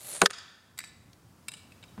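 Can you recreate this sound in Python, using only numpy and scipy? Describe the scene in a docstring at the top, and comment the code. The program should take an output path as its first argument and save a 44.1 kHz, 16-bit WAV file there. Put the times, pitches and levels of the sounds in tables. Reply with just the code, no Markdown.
"""A quiet residential street, where a hockey shot is taken from a plastic shooting board.
Friction hisses as the blade sweeps the puck along; the blade slaps the sheet and cracks on the release,
each impact exciting damped modes. House fronts reflect the sound. Far off the puck rattles the goal,
then drops and bounces on the pavement. A soft thud on the board ends the scene, over a faint town rumble."""
import sys
import numpy as np
from scipy import signal
from scipy.fft import rfft, irfft
from scipy.io import wavfile

SR = 44100
rng = np.random.default_rng(int(sys.argv[2]) if len(sys.argv) > 2 else 0)


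def waveform_to_disk(signal):
    """Save audio, clipped to [-1, 1], as 16-bit WAV at the path in sys.argv[1]."""
    frames = np.transpose(np.atleast_2d(signal))
    scaled = np.clip(frames, -1, 1) * 32767
    samples = np.round(scaled).astype(np.int16)
    wavfile.write(sys.argv[1], SR, samples)


N = 88200
TIME = np.arange(N) / SR
# dense overtones of the blade: frequency_hz, density_db
BLADE_SPECTRUM = [(25, -34.5), (150, -15.5), (400, -8), (1300, -3), (2900, -4.5), (4500, -2), (6000, -6.5),
                  (11000, -14), (16000, -28)]


def from_db(db):
    """Decibels to amplitude ratio."""
    return 10 ** (np.asarray(db) / 20)


def rms_one(x):
    """Normalisation to unit mean power."""
    return x / np.sqrt(np.mean(x ** 2) + 1e-20)


def at_hz(points, hz):
    """Interpolation on a log-frequency axis."""
    frequencies, values = np.transpose(points)
    return np.interp(np.log(np.maximum(hz, 1)), np.log(frequencies), values)


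def envelope(rows):
    """Amplitude over time, interpolated in decibels."""
    return from_db(np.interp(TIME, *np.transpose(rows)))


def decay(t60_s, size=N):
    """Exponential damping: 60 dB in t60_s."""
    return np.exp(-np.log(1000) * TIME[:size] / t60_s)


def butterworth(x, hz, kind="low", order=2):
    """Filter with a maximally flat passband."""
    return signal.sosfilt(signal.butter(order, hz, kind, fs=SR, output="sos"), x)


def colour(x, spectrum):
    """Minimum-phase filter: folding the cepstrum makes it causal."""
    n = len(x)
    gain = from_db(at_hz(spectrum, np.fft.rfftfreq(2 * n, 1 / SR)))
    cepstrum = irfft(np.log(gain))
    cepstrum[1:n] *= 2
    cepstrum[n + 1:] = 0
    return irfft(rfft(x, 2 * n) * np.exp(rfft(cepstrum)))[:n]


def noise(spectrum, size=N):
    """Spectrally shaped Gaussian noise of unit power."""
    return rms_one(colour(rng.standard_normal(size), spectrum))


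def strike(blows, response):
    """Force pulses convolved with an impulse response; longer contact excites less treble."""
    force = np.zeros(N)
    for start_s, level_db, *contact_s in blows:
        start = int(np.clip(start_s * SR, 0, N - 1))
        rise_s = contact_s[0] / 4 if contact_s else 0.1 / SR
        age = (TIME + 1 / SR) / rise_s
        pulse = age * np.exp(-np.minimum(age, 60))
        force[start:] += from_db(level_db) * pulse[:N - start] / pulse.sum()
    return signal.fftconvolve(force, response)[:N]


def body(modes, overtones, overtone_db, overtone_t60_s, size=16384):
    """Modal superposition: damped sines, with decaying noise for overtones too dense to resolve."""
    ring = sum((-1) ** k * from_db(db) * decay(t60_s, size) * np.sin(2 * np.pi * hz * TIME[:size])
               for k, (hz, db, t60_s) in enumerate(modes))
    return ring + from_db(overtone_db) * noise(overtones, size) * decay(overtone_t60_s, size)


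def release():
    """Impact excitation: the flexed blade cracks as the puck leaves, then grazes the sheet."""
    # blows on the blade: start_s, level_db, contact_s
    cracks = [(.2572, -16, 0.000042), (.2594, -0.5, 0.000044), (.2634, -29, 0.00012), (.2985, -27.5, .0003),
              (.3040, -27.5, 0.00005), (.3080, -16.5, 0.00045)]
    # blade resonances: pitch_hz, level_db, t60_s
    modes = [(1250, -14, 0.026), (1553, -12.5, 0.027), (1758, -12.5, 0.026), (2220, -17, 0.016),
             (2878, -22.5, .02), (3372, -7.5, 0.01), (3804, -16.5, .016), (4594, -8, .012),
             (5060, -17.5, .013), (6930, -31, .011), (7330, -21, 0.011), (9890, -18, 0.01)]
    return strike(cracks, body(modes, BLADE_SPECTRUM, overtone_db=-10.5, overtone_t60_s=0.023))


def board():
    """Plate vibration: the struck plastic sheet slaps and drums on the asphalt."""
    # blows of the shot and soft final blows: start_s, level_db, contact_s
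    slaps = [(.2148, -16.5, 0.00022), (.2184, 0, .00015), (.2283, 4.5, 0.0019), (.2342, -3.5, 0.001)]
    thuds = [(1.978, -6.5, 0.00021), (1.9865, -5, .002), (1.9935, 0.5, 0.00207)]
    # sheet resonances under each: pitch_hz, level_db, t60_s
    slap_modes = [(186, -31.5, .08), (317, -31, .07), (403.5, -22, 0.15), (468.3, -18.5, 0.1),
                  (560, -19.5, 0.069), (684, -21.5, .04), (1142, -11, 0.024), (1490, -7.5, .022),
                  (1900, -15.5, .016)]
    thud_modes = [(151, -34, 0.06), (208, -30, 0.105)]
    # dense overtones of the sheet: frequency_hz, density_db
    overtones = [(25, -31), (80, -29.5), (200, 1), (500, 13), (1500, 5.5), (2500, 1.5), (5000, -2),
                 (10000, -30), (16000, -39)]
    thud = strike(thuds, body(thud_modes, overtones, overtone_db=-37, overtone_t60_s=0.07))
    slap = strike(slaps, body(slap_modes, overtones, overtone_db=-14.5, overtone_t60_s=0.05))
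    return thud + slap


def stick():
    """Impulse response: the blade's edge snaps on the sheet; later the shaft clicks in the hands."""
    # impulses on the edge and the shaft: start_s, level_db
    snaps = [(.1475, -27), (.2172, 4), (.3045, -27), (.3085, -19.5)]
    clicks = [(1.1315, -49.5)]
    # edge resonances: pitch_hz, level_db, t60_s
    modes = [(2500, -16.5, 0.0052), (4320, -25, 0.0086), (5680, -37, 0.024), (6500, -18.5, 0.013),
             (7100, -19.5, 0.01), (8060, -12.5, .005), (9300, -15, 0.0082)]
    # the shaft's click: frequency_hz, density_db
    click_spectrum = [(1000, -16), (2500, -1), (4500, 4), (9000, -10), (16000, -17)]
    snap = strike(snaps, body(modes, BLADE_SPECTRUM, overtone_db=-16.5, overtone_t60_s=0.016))
    click = strike(clicks, noise(click_spectrum) * decay(t60_s=0.019))
    return butterworth(snap, hz=18000, order=4) + click


def sweep():
    """Friction noise: countless tiny slips of blade and puck on the sheet merge into a hiss."""
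    # hiss following the pressure of the sweep: time_s, level_db
    levels = [(0, -52), (.04, -50.5), (.09, -44.5), (.15, -40.5), (.2, -46.5), (.246, -42.5), (.262, -44.5),
              (.285, -79)]
    # sliding hiss: frequency_hz, density_db
    spectrum = [(30, -37), (150, -7.5), (300, -8.5), (600, 1.5), (950, -7.5), (2600, -8.5), (4200, -4),
                (5400, -11), (7400, -2), (10000, -5), (12500, -17), (14500, -22), (16000, -40.5)]
    slips_per_s, spread_db = 4500, 2.5
    sizes = from_db(spread_db * np.minimum(rng.exponential(1, N), 4))
    signs = rng.choice([-1, 1], N)
    slips = sizes * signs * (rng.random(N) < slips_per_s / SR)
    return envelope(levels) * rms_one(colour(slips, spectrum))


def swish():
    """Narrow-band noise: a resonance in the sliding hiss sinks and narrows as the blade loads."""
    # path of the resonance: time_s, centre_hz, level_db
    glide = [(0, 11200, -57.5), (.085, 10930, -43.5), (.14, 9300, -40), (0.204, 9360, -45.5),
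             (0.23, 9050, -45.5), (0.244, 8700, -37.5), (0.257, 9000, -52.5), (.28, 9000, -91.5)]
    # its bandwidth: time_s, half_width_hz
    widths = [(.08, 1500), (0.159, 557)]
    time_s, centre_hz, level_db = np.transpose(glide)
    width_time_s, half_width_hz = np.transpose(widths)
    broad, narrow = (rms_one(butterworth(rng.standard_normal((2, N)), hz)) for hz in half_width_hz)
    narrow_share = np.interp(TIME, width_time_s, [0, 1])
    hiss = np.sqrt(1 - narrow_share) * broad + np.sqrt(narrow_share) * narrow
    phase = 2 * np.pi * np.cumsum(np.interp(TIME, time_s, centre_hz)) / SR
    band = hiss[0] * np.cos(phase) + hiss[1] * np.sin(phase)  # shifted up to the centre
    return from_db(np.interp(TIME, time_s, level_db)) * band


def chatter(rate_hz=220, depth_db=2):
    """Amplitude modulation: the blade's uneven grip on the sheet acts as a fast random gain."""
    grip = rms_one(butterworth(rng.standard_normal(N), rate_hz))
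    return rms_one(from_db(depth_db * grip))


def goal():
    """Free vibration: the goal frame rings after each hit of the puck."""
    # the puck's rattle: start_s, level_db, contact_s
    hits = [(0.7752, -19.5, 0.000063), (.7790, -10.5, 0.000034), (0.7884, -0.5, 0.000018),
            (0.7909, -2, 0.000029), (0.8017, -7, 0.00016), (0.8051, -5, 0.00012), (0.8145, -13, .0001),
            (0.839, -6, 0.00012)]
    # frame resonances: pitch_hz, level_db, t60_s
    modes = [(1745, -50, 0.15), (2190, -34, 0.0081), (2600, -64, 0.1), (3830, -36, 0.031),
             (4680, -45.5, .15)]
    # dense overtones of the frame: frequency_hz, density_db
    overtones = [(300, -25), (1000, -9.5), (2400, 2.5), (3100, -14.5), (3900, -7.5), (5600, -3.5),
                 (6600, -13), (7800, 6.5), (9200, -9.5), (10300, -7.5), (11100, -13), (12600, -5),
                 (16000, -25)]
    return sum(strike([hit], body(modes, overtones, overtone_db=-27.5, overtone_t60_s=0.019))
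               for hit in hits)


def puck():
    """Modes depend on the point of impact: the tumbling puck rings differently on each edge."""
    # landings on the pavement: start_s, level_db, contact_s, ring_hz, ring_db
    bounces = [(1.4828, -2, 0.000024, 2695, -33), (1.4845, -1.5, 0.000018, 8900, -42),
               (1.4885, -6.5, 0.00005, 3800, -31), (1.518, -11.5, 0.000025, 3910, -32),
               (1.5378, -11, 0.000078, 2923, -26.5), (1.7205, -17, 0.00012, 2570, -29.5),
               (1.8275, -18, 0.00016, 3800, -22.5), (1.831, -10, 0.00026, 3030, -31),
               (1.8382, -4.5, 0.00025, 2340, -52)]
    # resonances common to all bounces: pitch_hz, level_db, t60_s
    clack_modes = [(985, -47, 0.012), (1550, -59.5, .015), (2310, -36, 0.021), (2717, -36.5, 0.033),
                   (3646, -44.5, 0.048), (5000, -42.5, 0.073), (7280, -39, 0.022), (8043, -38.5, 0.037),
                   (8750, -61, .012), (10400, -62, 0.0068)]
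    # dense overtones of a bounce: frequency_hz, density_db
    overtones = [(100, -57), (550, -34), (950, 1), (2400, -2), (4400, 1), (6200, -8), (8000, 5),
                 (12000, -6.5), (16000, -17)]
    ring_t60_s = 0.035
    clacks = np.zeros(N)
    for *blow, ring_hz, ring_db in bounces:
        modes = [*clack_modes, (ring_hz, ring_db, ring_t60_s)]
        clacks += strike([blow], body(modes, overtones, overtone_db=-31.5, overtone_t60_s=0.026))
    return clacks


def street(x, echoes, tail_db, tail_start_s, tail_rise_s):
    """Reflection and reverberation: smeared echoes off house fronts, and a tail whose treble dies first."""
    # reverberation time: frequency_hz, t60_s
    decay_times = [(200, 1.2), (1400, 1.05), (4500, 0.87), (9000, 0.52), (16000, 0.16)]
    # what the house fronts reflect: frequency_hz, gain_db
    reflection = [(100, -20.5), (600, -11.5), (1350, -4.5), (2400, -5.5), (3500, -2), (5000, -2.5),
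                  (8500, -2.5), (16000, -15)]
    edges_hz = np.geomspace(100, 17000, 13)
    response = np.zeros(N)
    for low, high in zip(edges_hz, edges_hz[1:]):
        band = butterworth(rng.standard_normal(N), [low, high], "band")
        response += band * decay(at_hz(decay_times, np.sqrt(low * high)))
    response *= np.clip((TIME - tail_start_s) / tail_rise_s, 0, 1)
    response *= from_db(tail_db) / np.linalg.norm(response)
    for delay_s, level_db, smear_t60_s in echoes:
        scatter = rng.standard_normal(N) * decay(smear_t60_s)
        lag = int(delay_s * SR)
        response[lag:] += from_db(level_db) * scatter[:N - lag] / np.linalg.norm(scatter)
    return signal.fftconvolve(x, colour(response, reflection))[:N]


def town():
    """Ambient noise in two bands: a low rumble under a faint airy hiss."""
    # the distant town: frequency_hz, density_db
    spectrum = [(15, -36), (25, -31), (92, -0.5), (223, -6.5), (451, -16), (659, -16), (1020, -16.5),
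                (1260, -18), (2050, -24.5), (3430, -27.5), (4250, -29), (4610, -26), (16000, -34)]
    # drift of the rumble: time_s, level_db
    rumble_levels = [(0, -62), (.6, -67), (1.0, -59), (1.5, -60.5), (2, -56)]
    # drift of the hiss about air_db: time_s, gain_db
    air_drift = [(.55, -4), (1.1, -1.5), (2, 3)]
    crossover_hz, air_db = 316, -63.5
    rumble = rms_one(butterworth(noise(spectrum), crossover_hz))
    air = rms_one(butterworth(noise(spectrum), crossover_hz, "high"))
    return envelope(rumble_levels) * rumble + from_db(air_db) * envelope(air_drift) * air


def scene():
    """Superposition of direct and reflected sound; only the crack and far hits echo distinctly."""
    # reflections of the crack, aimed down the street, and of the far hits: delay_s, level_db, smear_t60_s
    near_echoes = [(.071, -21, 0.18), (.124, -24.5, .05)]
    far_echoes = [(0.0526, -10, 0.05), (.084, -16.5, 0.062)]
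    scrape = (sweep() + swish()) * chatter()
    edge, crack, sheet = stick(), release(), board()
    far_hits = butterworth(goal() + puck(), hz=555, kind="high")  # a small body radiates little bass
    crack_echo = street(crack, near_echoes, tail_db=-24.5, tail_start_s=0.087, tail_rise_s=0.039)
    scattered = edge + from_db(-7) * sheet + from_db(-5.5) * scrape
    shot_tail = street(scattered, [], tail_db=-26, tail_start_s=0.076, tail_rise_s=0.03)
    far_echo = street(far_hits, far_echoes, tail_db=-11, tail_start_s=0.019, tail_rise_s=0.011)
    direct = scrape + edge + crack + sheet + far_hits
    return (direct + crack_echo + shot_tail + far_echo + town())[None]


def record(dry):
    """Soft saturation rounds the peaks; a steep low-pass cuts the highest treble."""
    stopband_hz = 16550
    return signal.sosfilt(signal.cheby2(14, 60, stopband_hz, fs=SR, output="sos"), np.tanh(dry))


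dry = scene()
out = record(dry)
waveform_to_disk(out)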